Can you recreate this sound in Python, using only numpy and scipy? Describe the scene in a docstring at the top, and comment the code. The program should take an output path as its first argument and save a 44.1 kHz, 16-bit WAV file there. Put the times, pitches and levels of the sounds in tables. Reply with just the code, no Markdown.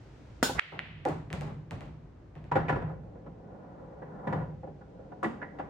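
"""Low rumble and faint hiss of a quiet bar, then a break shot on a coin-operated pool table.
The cue strikes (dull knock, bright snap in the room); the cue ball hops and cracks into the rack,
a mid-band noise swelling just before. Balls clack (pulses, reflections) and thump cushions (low modes).
Pocketed balls knock on the wooden return (cabinet modes) and roll down it (noise through those modes).
A limiter ducks at the loud peaks and recovers."""
import sys
import numpy as np
from scipy import signal
from scipy.fft import rfft, irfft
from scipy.io import wavfile
from scipy.ndimage import uniform_filter1d, minimum_filter1d

SR = 44100
rng = np.random.default_rng(int(sys.argv[2]) if len(sys.argv) > 2 else 0)


def materialize(psi):
    """Save the field psi as 16-bit PCM at rate SR to the path in sys.argv[1].

    A 1-D psi becomes a single channel; in a 2-D psi each row is a channel.
    """
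    bounded = np.clip(np.atleast_2d(psi).T, -1, 1)
    quanta = np.round(bounded * 32767).astype(np.int16)
    wavfile.write(sys.argv[1], SR, quanta)


N = 251007

# background level: t/s, rumble of room and of balls on the cloth/dB, hiss/dB
AIR_LEVELS = [(.4, -51.5, -66.5), (.65, -46.5, -59), (1.1, -51.5, -75), (3.1, -54, -77), (5.69, -57, -74)]
# background spectra: f/Hz, level/dB
RUMBLE_SPECTRUM = [(20, -31), (40, -12), (60, -9.5), (85, -3), (120, 1), (170, -11), (300, -9.5),
                   (500, -16), (800, -21), (1500, -31), (2500, -40.5), (5000, -70)]
HISS_SPECTRUM = [(300, -12.5), (1500, 5), (3000, -1.5), (6500, -9), (8500, -17), (11000, -31.5),
                 (16000, -33.5)]
# bar reverberation: f/Hz, t60/s
BAR_DECAY = [(60, 1.15), (150, 0.96), (400, 0.3431), (1000, 0.4274), (2500, .5), (6000, 0.5), (14000, 0.28)]
# stereo width of the diffuse field: f/Hz, side-to-mid/dB
STEREO_WIDTH = [(50, -20.5), (140, -17), (260, -10), (600, -3), (1200, -1.5), (2000, -3), (4000, -0.5),
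                (8000, -1)]

# cue tip on cue ball: t/s, level/dB, room/dB
CUE_STRIKES = [(0.4279, -13.5, -10.5)]
# tip knock and shaft snap spectra: f/Hz, level/dB
TIP_SPECTRUM = [(60, -27), (200, 2), (400, -0.5), (900, 7.5), (1400, -2), (2200, -22.5), (5000, -25.5),
                (15000, -47.5)]
SHAFT_SPECTRUM = [(60, -22), (200, 1.5), (500, 1), (1200, -7.5), (2400, -12.5), (5000, -8.5), (8000, -10),
                  (11000, -15), (15500, -16)]
# tip and shaft resonances: f/Hz, width/Hz, lift/dB
TIP_RESONANCES = [(250, 80, 8.6), (515, 130, 7), (720, 130, 6), (1960, 180, 20)]
SHAFT_RESONANCES = [(905, 110, 7), (1350, 26, 13), (1504, 40, 22.5), (2900, 200, 7.5), (3560, 610, 7.5),
                    (4330, 46, 9), (5350, 18, 12), (6860, 27, 15)]

# ball on cushion or slate: t/s, level/dB, hardness/dB
CUSHION_HITS = [(.428, -41, -3.5), (0.547, -36.5, 12.5), (0.607, -25, 14.5), (.719, -19.5, 16),
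                (3.26, -44.5, 0.5)]
# cushion spectrum: f/Hz, level/dB
CUSHION_SPECTRUM = [(30, -31), (60, -5), (130, -6), (200, -7), (320, -12), (700, -17), (1200, -25),
                    (2500, -40.5), (8000, -69)]
# table resonances: f/Hz, width/Hz, lift/dB
TABLE_RESONANCES = [(57, 11, 2), (104.5, 18, 4.4), (154.3, 11.2, 14.25)]

# single knock on wood or slate, in a hop or against the return's wall:
# t/s, level/dB, bass/dB, treble/dB, main resonance f/Hz, its lift/dB, room/dB
SINGLE_KNOCKS = [(.4935, -29.5, 3, -15, 923, 8, -33), (3.154, -50.5, 1, -8.5, 500, 12, -1),
                 (3.265, -44.5, 1, -11, 1310, 10, -20), (4.02, -41.5, -7.5, -14.5, 1830, 8.5, -9),
                 (4.811, -49, -3.5, -12, 1450, 15, -12.5), (4.992, -45.5, 8, -10, 553, 12, -22),
                 (5.119, -40.5, -6.5, -15, 1570, 6, -25), (5.243, -31.5, -13, 14, 1945, 21, -29),
                 (5.416, -38.5, -10, 6.5, 1660, 20, -15), (5.424, -36, -11, -7.5, 2020, 17.5, -10.5)]
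# ball drops into a pocket or down a step of the return, lands and bounces:
# t/s, level/dB, bass/dB, treble/dB, main resonance f/Hz, its lift/dB, table boom/dB
BALL_DROPS = [(1.052, -31.5, -16.5, -6, 1520, -3, -62), (1.057, -23.5, -8.5, -23, 850, 5, -52),
              (1.079, -31, -9.5, -13, 291, 13.5, -37.5), (2.515, -24, -10, -1, 979, 8.5, -31.5),
              (2.555, -22, -3, -2, 1410, 2, -31), (2.564, -22.5, -3.5, -6, 504, 2, -42.5),
              (2.683, -32, -1, 7.5, 2430, 7.5, -38), (2.693, -23.5, -10, -0.5, 1645, 4.5, -33.5),
              (2.723, -28.5, 3.5, -3.5, 1310, 11, -32), (2.759, -30, -11.5, -8, 421, 9.5, -48),
              (2.818, -36.5, -1.5, -6, 490, -3, -45), (4.272, -27.5, -1.5, -3, 193, 16.5, -34),
              (4.326, -28, 5, 1, 970, 4, -32), (4.36, -42, 12, -1, 1450, -9, -40.5),
              (4.633, -37, 9, -13.5, 665, 5.5, -56.5), (4.672, -42, 0, -23.5, 805, 2, -49.5),
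              (5.229, -27, 0.5, 0.5, 1143, 11.5, -60), (5.241, -30, 5.5, 13, 335, 14.5, -57),
              (5.255, -27, 4, -2.5, 221, 17.5, -62), (5.586, -41.5, -4, 6.5, 935, 7.5, -48.5),
              (5.595, -31.5, -9, -11.5, 313, -1.5, -46)]
# cabinet wood spectrum: f/Hz, level/dB
WOOD_SPECTRUM = [(30, -29), (70, -8), (170, -9.5), (350, 1.5), (900, -1), (1300, -7), (2100, -13.5),
                 (2700, -21.5), (5000, -39), (8500, -48.5), (15000, -72.5)]
# cabinet resonances: f/Hz, width/Hz, lift/dB
CABINET_RESONANCES = [(159.3, 63, 8.8), (291, 13, 5.3), (422, 16, 1.4), (519.5, 55, 4.5), (729, 18, 5.1),
                      (804, 31, 6), (986.4, 50, 3.8), (1421, 130, 3), (1450, 23, 5.8), (1730, 38, 6.2),
                      (1934, 65, 3.8)]
# wooden panel ring time: f/Hz, t60/s
PANEL_DECAY = [(150, .12), (1500, .05), (6000, .065)]
# cabinet at the two microphones: f/Hz, left-right/dB, left's lead/rad
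CABINET_AT_MICS = [(600, -0.5, 0.196), (1100, 1.5, -.8), (2100, -4, -1.1), (4500, 4, -0.13)]

# single balls meet and jolt the table: t/s, level/dB, treble/dB, jolt/dB
SINGLE_CLACKS = [(0.792, -6.5, -11, -58), (1.0527, -35, 13, -63), (1.088, -48.5, 23, -35),
                 (1.3034, -43.5, 2, -36.5), (1.329, -33.5, 13.5, -35), (1.4108, -43, 16, -36.5),
                 (1.4687, -57, 13, -38.5), (1.7098, -40.5, 11.5, -36.5), (1.808, -47, 10, -40.5),
                 (1.858, -59, 8.5, -47), (2.3542, -55.5, 3, -42), (2.442, -57.5, 6, -48),
                 (5.234, -50, 24, -53)]
# ball contact spectrum: f/Hz, level/dB
BALL_SPECTRUM = [(100, -39.5), (500, -15), (1000, -6.5), (1900, 8), (3000, 0), (4200, -12), (5500, -21.5),
                 (8700, -27), (10500, -39), (15000, -40.5)]
# balls on the cloth at the two microphones: f/Hz, left-right/dB, left's lead/rad
BALLS_AT_MICS = [(1090, 1.5, -0.37), (2130, -3, 1.5), (4500, 5, .8)]

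# ball speed in the return, as the level of the murmur's upper range: t/s, level/dB
RETURN_SPEED = [(2.9, -56.5), (3.0, -67.5), (3.35, -71.5), (3.55, -62.5), (3.77, -63), (3.92, -62.5),
                (4.04, -61), (4.24, -58), (4.38, -52), (4.66, -76.5), (5.18, -66), (5.36, -63),
                (5.57, -63.5), (5.69, -68)]
# rolling spectrum: f/Hz, level/dB
ROLL_SPECTRUM = [(60, -19.5), (150, -0.5), (350, 0), (550, 2), (1000, -5), (1900, -21.5), (2700, -39.5),
                 (8000, -55)]

LENGTH = 2 ** 15  # samples in one event
HZ = np.maximum(np.arange(LENGTH + 1) * SR / (2 * LENGTH), 1)
AGE_S = np.arange(LENGTH) / SR
OCTAVES_HZ = 62.5 * 2 ** np.arange(9)
LEFT_RIGHT = np.array([[.5], [-.5]])  # halves a left-right difference

# cue ball into the rack
RACK_S, RACK_DB, RACK_TREBLE_DB, RACK_PAN_DB = 0.5956, 13, -4.5, 2
# fainter clacks are farther: more room
CLACK_ROOM_DB, CLACK_TYPICAL_DB, ROOM_DB_PER_DB_FAINTER = -13.5, -48, 0.24


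def from_db(db):
    """Decibels to amplitude gain."""
    return 10 ** (np.asarray(db) / 20)


def at_hz(points, hz):
    """Interpolate a table on a log-frequency axis."""
    f, value = np.transpose(points)
    return np.interp(np.log(hz), np.log(f), value)


def in_time(rows):
    """Interpolate each column of a time table at every sample."""
    s, *columns = np.transpose(rows)
    return [np.interp(np.arange(N) / SR, s, c) for c in columns]


def lifts(modes):
    """dB that resonances add to a spectrum: Lorentzian peaks summed in power."""
    power = sum((from_db(db) ** 2 - 1) / (1 + (2 * (HZ - hz) / width) ** 2) for hz, width, db in modes)
    return 10 * np.log10(np.maximum(1 + power, .1))


def many_modes(spacing_hz, spread_db):
    """Random dB peaks and valleys of a body with closely packed modes."""
    return spread_db * np.interp(HZ / spacing_hz, np.arange(LENGTH), rng.standard_normal(LENGTH))


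def shelf(zero_hz, full_hz):
    """Ramp in log frequency from 0 to 1."""
    return np.clip(np.log(HZ / zero_hz) / np.log(full_hz / zero_hz), 0, 1)


def colour(x, curve_db):
    """Minimum-phase filter of unit power with the given shape."""
    gain = from_db(curve_db)
    gain = gain / np.sqrt(np.mean(gain ** 2))
    # folding the cepstrum onto positive time makes the response causal
    cepstrum = irfft(np.log(gain))[:LENGTH]
    cepstrum[1:] *= 2
    response = irfft(np.exp(rfft(cepstrum, 2 * LENGTH)))[:LENGTH]
    return signal.fftconvolve(x, response[None], axes=-1)[:, :x.shape[-1]]


def diffuse(size):
    """White stereo noise from all sides: alike in the bass, wide in the treble."""
    mid, side = rfft(rng.standard_normal((2, size)))
    hz = np.maximum(np.arange(len(mid)) * SR / size, 1)
    width = from_db(at_hz(STEREO_WIDTH, hz))
    return irfft((mid + side * width * [[1], [-1]]) / np.sqrt(1 + width ** 2), size)


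def reflections(delay_s, build_cycles):
    """Octave envelopes of dense bar reflections: lows build up later, each octave with its own t60."""
    age_s, hz = np.maximum(AGE_S - delay_s, 0), OCTAVES_HZ[:, None]
    build_up = 1 - np.exp(-age_s * hz / build_cycles)
    return build_up * from_db(-60 * age_s / at_hz(BAR_DECAY, hz))


def scatter(envelopes):
    """Fresh reflections, as from a new spot on the table: octave bands of noise under the envelopes."""
    hz = np.clip(HZ[::2], OCTAVES_HZ[0], OCTAVES_HZ[-1])
    octaves_away = np.log2(hz / OCTAVES_HZ[:, None])
    weights = np.maximum(1 - abs(octaves_away), 0)
    bands = irfft(rfft(diffuse(LENGTH)) * weights[:, None])
    return np.sum(bands * envelopes[:, None], axis=0)


def contact():
    """One-sample click with the energy of 3 ms of unit-power sound."""
    return np.sqrt(.003 * SR) * (AGE_S == 0) * np.ones((2, 1))


def add(out, s, sound, db, pan_db=0):
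    """Place a sound in time and between the channels."""
    at = round(s * SR)
    out[:, at:at + LENGTH] += (sound * from_db(db + LEFT_RIGHT * pan_db))[:, :N - at]


def wobble(per_s):
    """Random control with per_s new values a second, joined by straight lines."""
    return np.interp(np.arange(N) / SR * per_s, np.arange(LENGTH), rng.standard_normal(LENGTH))


def heard_from(x, stereo):
    """Level and phase differences between two microphones, caused by the source's place."""
    hz = np.maximum(np.arange(N + 1) * SR / (2 * N), 1)
    table = np.array(stereo)
    pan_db, lead_rad = at_hz(table[:, :2], hz), at_hz(table[:, ::2], hz)
    response = from_db(LEFT_RIGHT * pan_db) * np.exp(1j * LEFT_RIGHT * lead_rad)
    return irfft(rfft(x, 2 * N) * response)[:, :N]


def background(boom_db=-5, boom_hz=57, boom_width_hz=10):
    """Low noise with one booming room mode, and faint hiss."""
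    rumble_db, hiss_db = in_time(AIR_LEVELS)
    rumble = colour(diffuse(N), at_hz(RUMBLE_SPECTRUM, HZ))
    boom_curve_db = -20 * np.log10(1 + ((HZ - boom_hz) / boom_width_hz) ** 2)
    boom = from_db(boom_db) * colour(diffuse(N), boom_curve_db)
    hiss = colour(diffuse(N), at_hz(HISS_SPECTRUM, HZ))
    return from_db(rumble_db) * (rumble + boom) + from_db(hiss_db) * hiss


def cue(touch_db=-4, knock_db=-0.5, knock_t60_s=0.025, snap_decay_db_per_s=45):
    """Tip contact gives a short dull knock; the shaft's bright snap fills the room."""
    out = np.zeros((2, N))
    tip = at_hz(TIP_SPECTRUM, HZ) + lifts(TIP_RESONANCES)
    shaft = at_hz(SHAFT_SPECTRUM, HZ) + lifts(SHAFT_RESONANCES)
    # extra decay on top of the bar's
    room = reflections(0.00038, 1.2) * from_db(-snap_decay_db_per_s * AGE_S)
    for s, db, room_db in CUE_STRIKES:
        knock = from_db(knock_db - 60 * AGE_S / knock_t60_s) * diffuse(LENGTH)
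        knock = knock + from_db(touch_db) * contact()
        snap = from_db(room_db) * scatter(room)
        add(out, s, colour(knock, tip) + colour(snap, shaft), db)
    return out


def table_pushes(boom_hardness_db=-8, jolt_hardness=0.59):
    """Cushion hits, clack jolts (hardened by a share of the treble), drop booms: s, level dB, hardness dB."""
    jolts = [(s, jolt_db, jolt_hardness * treble_db) for s, _, treble_db, jolt_db in SINGLE_CLACKS]
    booms = [(s, boom_db, boom_hardness_db) for s, *_, boom_db in BALL_DROPS]
    return list(CUSHION_HITS) + jolts + booms


def thumps():
    """Soft pushes, as from rubber cushions, set the table's low modes booming."""
    out, room = np.zeros((2, N)), reflections(0.0011, 0.92)
    for s, db, hard_db in table_pushes():
        shape = at_hz(CUSHION_SPECTRUM, HZ) + lifts(TABLE_RESONANCES) + hard_db * shelf(190, 730)
        add(out, s, colour(scatter(room), shape), db)
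    return out


def cabinet_blows(drop_room_db=-9):
    """Drops, then single knocks: s, level dB, bass dB, treble dB, Hz, lift dB, room dB."""
    return [(*drop[:-1], drop_room_db) for drop in BALL_DROPS] + list(SINGLE_KNOCKS)


def ringing(hz, t60_s, spread_db, max_cycles=114):
    """Modes rung by one blow: random strengths and stereo lags; max_cycles caps t60, so highs die sooner."""
    hz = np.asarray(hz)
    strength, lag, turn = rng.standard_normal((3, len(hz)))
    phase = 2 * np.pi * turn + lag * from_db(at_hz(STEREO_WIDTH, hz)) * [[1], [-1]]
    age_s = AGE_S[:LENGTH // 2]
    mode_t60_s = np.minimum(t60_s, max_cycles / hz)[:, None]
    tones = np.exp(2j * np.pi * hz[:, None] * age_s) * from_db(-60 * age_s / mode_t60_s)
    sound = ((from_db(spread_db * strength) * np.exp(1j * phase)) @ tones).real
    return np.pad(sound, ((0, 0), (0, LENGTH - len(age_s))))


def knocks(swell_s=0.00099, swell_cycles=3.1, wood_db=5.0, strike_db=-10,
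           ring_db=-22, ring_t60_s=0.096, ring_spread_db=2.5):
    """A blow rattles the cabinet and rings its main modes, plus one resonance of the panel struck."""
    out, room = np.zeros((2, N)), reflections(0.003, 0.61)
    hz_col = OCTAVES_HZ[:, None]
    swell = 1 - np.exp(-AGE_S / (swell_s + swell_cycles / hz_col))
    panels = swell * from_db(wood_db - 60 * AGE_S / at_hz(PANEL_DECAY, hz_col))
    cabinet = at_hz(WOOD_SPECTRUM, HZ) + lifts(CABINET_RESONANCES)
    cabinet = cabinet + many_modes(spacing_hz=40.44, spread_db=3.5) * shelf(1100, 3000)
    main_hz = [mode[0] for mode in CABINET_RESONANCES]
    for s, db, bass_db, treble_db, hz, lift_db, room_db in cabinet_blows():
        shape = cabinet + lifts([(hz, hz * 0.14, lift_db)])
        shape = shape + bass_db * shelf(930, 190) + treble_db * shelf(590, 2600)
        blow = from_db(strike_db) * contact() + scatter(np.hypot(panels, from_db(room_db) * room))
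        ring = from_db(ring_db) * ringing(main_hz + [hz], ring_t60_s, ring_spread_db)
        add(out, s, colour(blow + ring, shape), db)
    return out


def crack_swell(db=-22, pan_db=-18, rise_db_per_s=1800, centre_hz=1750, width_hz=650):
    """Mid-band noise on the right swells in over the few ms before the rack's crack and stops there."""
    ahead_s = RACK_S - np.arange(N) / SR
    level = from_db(db - rise_db_per_s * abs(ahead_s)) * (ahead_s > 0)
    band_db = -20 * np.log10(1 + ((HZ - centre_hz) / width_hz) ** 4)
    return colour(diffuse(N), band_db) * level * from_db(LEFT_RIGHT * pan_db)


def ball_contacts():
    """Rack crack, then single clacks: s, level dB, room dB, treble dB, left-right dB."""
    rack = [(RACK_S, RACK_DB, RACK_TREBLE_DB, RACK_PAN_DB)]
    singles = [(s, db, treble_db, 0) for s, db, treble_db, _ in SINGLE_CLACKS]
    return [(s, db, CLACK_ROOM_DB + ROOM_DB_PER_DB_FAINTER * (CLACK_TYPICAL_DB - db), treble_db, pan_db)
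            for s, db, treble_db, pan_db in rack + singles]


def clacks(rail_db=9, rail_t60_s=0.11, rail_build_s=0.0064, pulse_db=-1.5, room_bright_db=5.0):
    """Hard balls touch for a fraction of a ms: one pulse, scatter off the rails, then the room."""
    out, room = np.zeros((2, N)), reflections(0.018, 6.4)
    rails = from_db(rail_db - 60 * AGE_S / rail_t60_s) * np.minimum(AGE_S / rail_build_s, 1) ** 4
    # balls beam their upper middle sideways, into the room
    beamed_db = room_bright_db * (shelf(1700, 4000) - shelf(4400, 9100))
    for s, db, room_db, treble_db, pan_db in ball_contacts():
        shape = at_hz(BALL_SPECTRUM, HZ) + treble_db * shelf(3200, 7000)
        near = from_db(pulse_db) * contact() + from_db(room_db) * rails * diffuse(LENGTH)
        add(out, s, colour(near, shape), db, pan_db)
        add(out, s, colour(scatter(room), shape + beamed_db), db + room_db)
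    return out


def roll_controls(start_s=2.9, swell_db_per_s=105, mean_db=-49.5, mean_bright_db=-5,
                  level_follows=0.37, bright_follows=1.31):
    """Level and brightness in dB, both rising with ball speed (follows: dB per dB); swells in to start_s."""
    speed_db, = in_time(RETURN_SPEED)
    speed_db = speed_db - np.mean(RETURN_SPEED, axis=0)[1]
    swell_db = swell_db_per_s * np.minimum(np.arange(N) / SR - start_s, 0)
    return mean_db + level_follows * speed_db + swell_db, mean_bright_db + bright_follows * speed_db


def rolling(bumps_per_s=45, bump_db=1.5, mode_db=-8, wander_db=4.5, wander_per_s=11, split_hz=680):
    """Balls on the return's uneven track wake varying cabinet modes; the faster, the brighter."""
    level_db, bright_db = roll_controls()
    track = diffuse(N) * from_db(level_db + bump_db * wobble(bumps_per_s))
    woken = 0
    for hz, width_hz, _ in CABINET_RESONANCES:
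        mode = signal.lfilter(*signal.iirpeak(hz, hz / width_hz, fs=SR), track)
        woken = woken + from_db(mode_db + wander_db * wobble(wander_per_s)) * mode
    murmur = colour(track + woken, at_hz(ROLL_SPECTRUM, HZ) + lifts(CABINET_RESONANCES))
    low = signal.sosfiltfilt(signal.butter(2, split_hz, fs=SR, output="sos"), murmur)
    return low + from_db(bright_db) * (murmur - low)


def scene():
    """Cue, table, cabinet and ball sounds, and a mid-band noise swell before the crack, over the background."""
    cabinet = heard_from(knocks() + rolling(), CABINET_AT_MICS)
    balls = heard_from(clacks(), BALLS_AT_MICS)
    return background() + cue() + thumps() + cabinet + crack_swell() + balls


def limiter(x, ceiling_db=-8, release_db_per_s=65, window=25):
    """Gain drops just ahead of any peak over the ceiling and creeps back; window in samples."""
    over_db = np.maximum(20 * np.log10(abs(x).max(axis=0) + 1e-9) - ceiling_db, 0)
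    ramp_db = release_db_per_s * np.arange(N) / SR
    gain_db = ramp_db - np.maximum.accumulate(over_db + ramp_db)
    return x * from_db(uniform_filter1d(minimum_filter1d(gain_db, size=window), size=window))


def record(dry, cutoff_hz=15900):
    """Limiter, then a steep low-pass."""
    return signal.sosfilt(signal.ellip(10, .1, 80, cutoff_hz, fs=SR, output="sos"), limiter(dry))


dry = scene()
out = record(dry)
materialize(out)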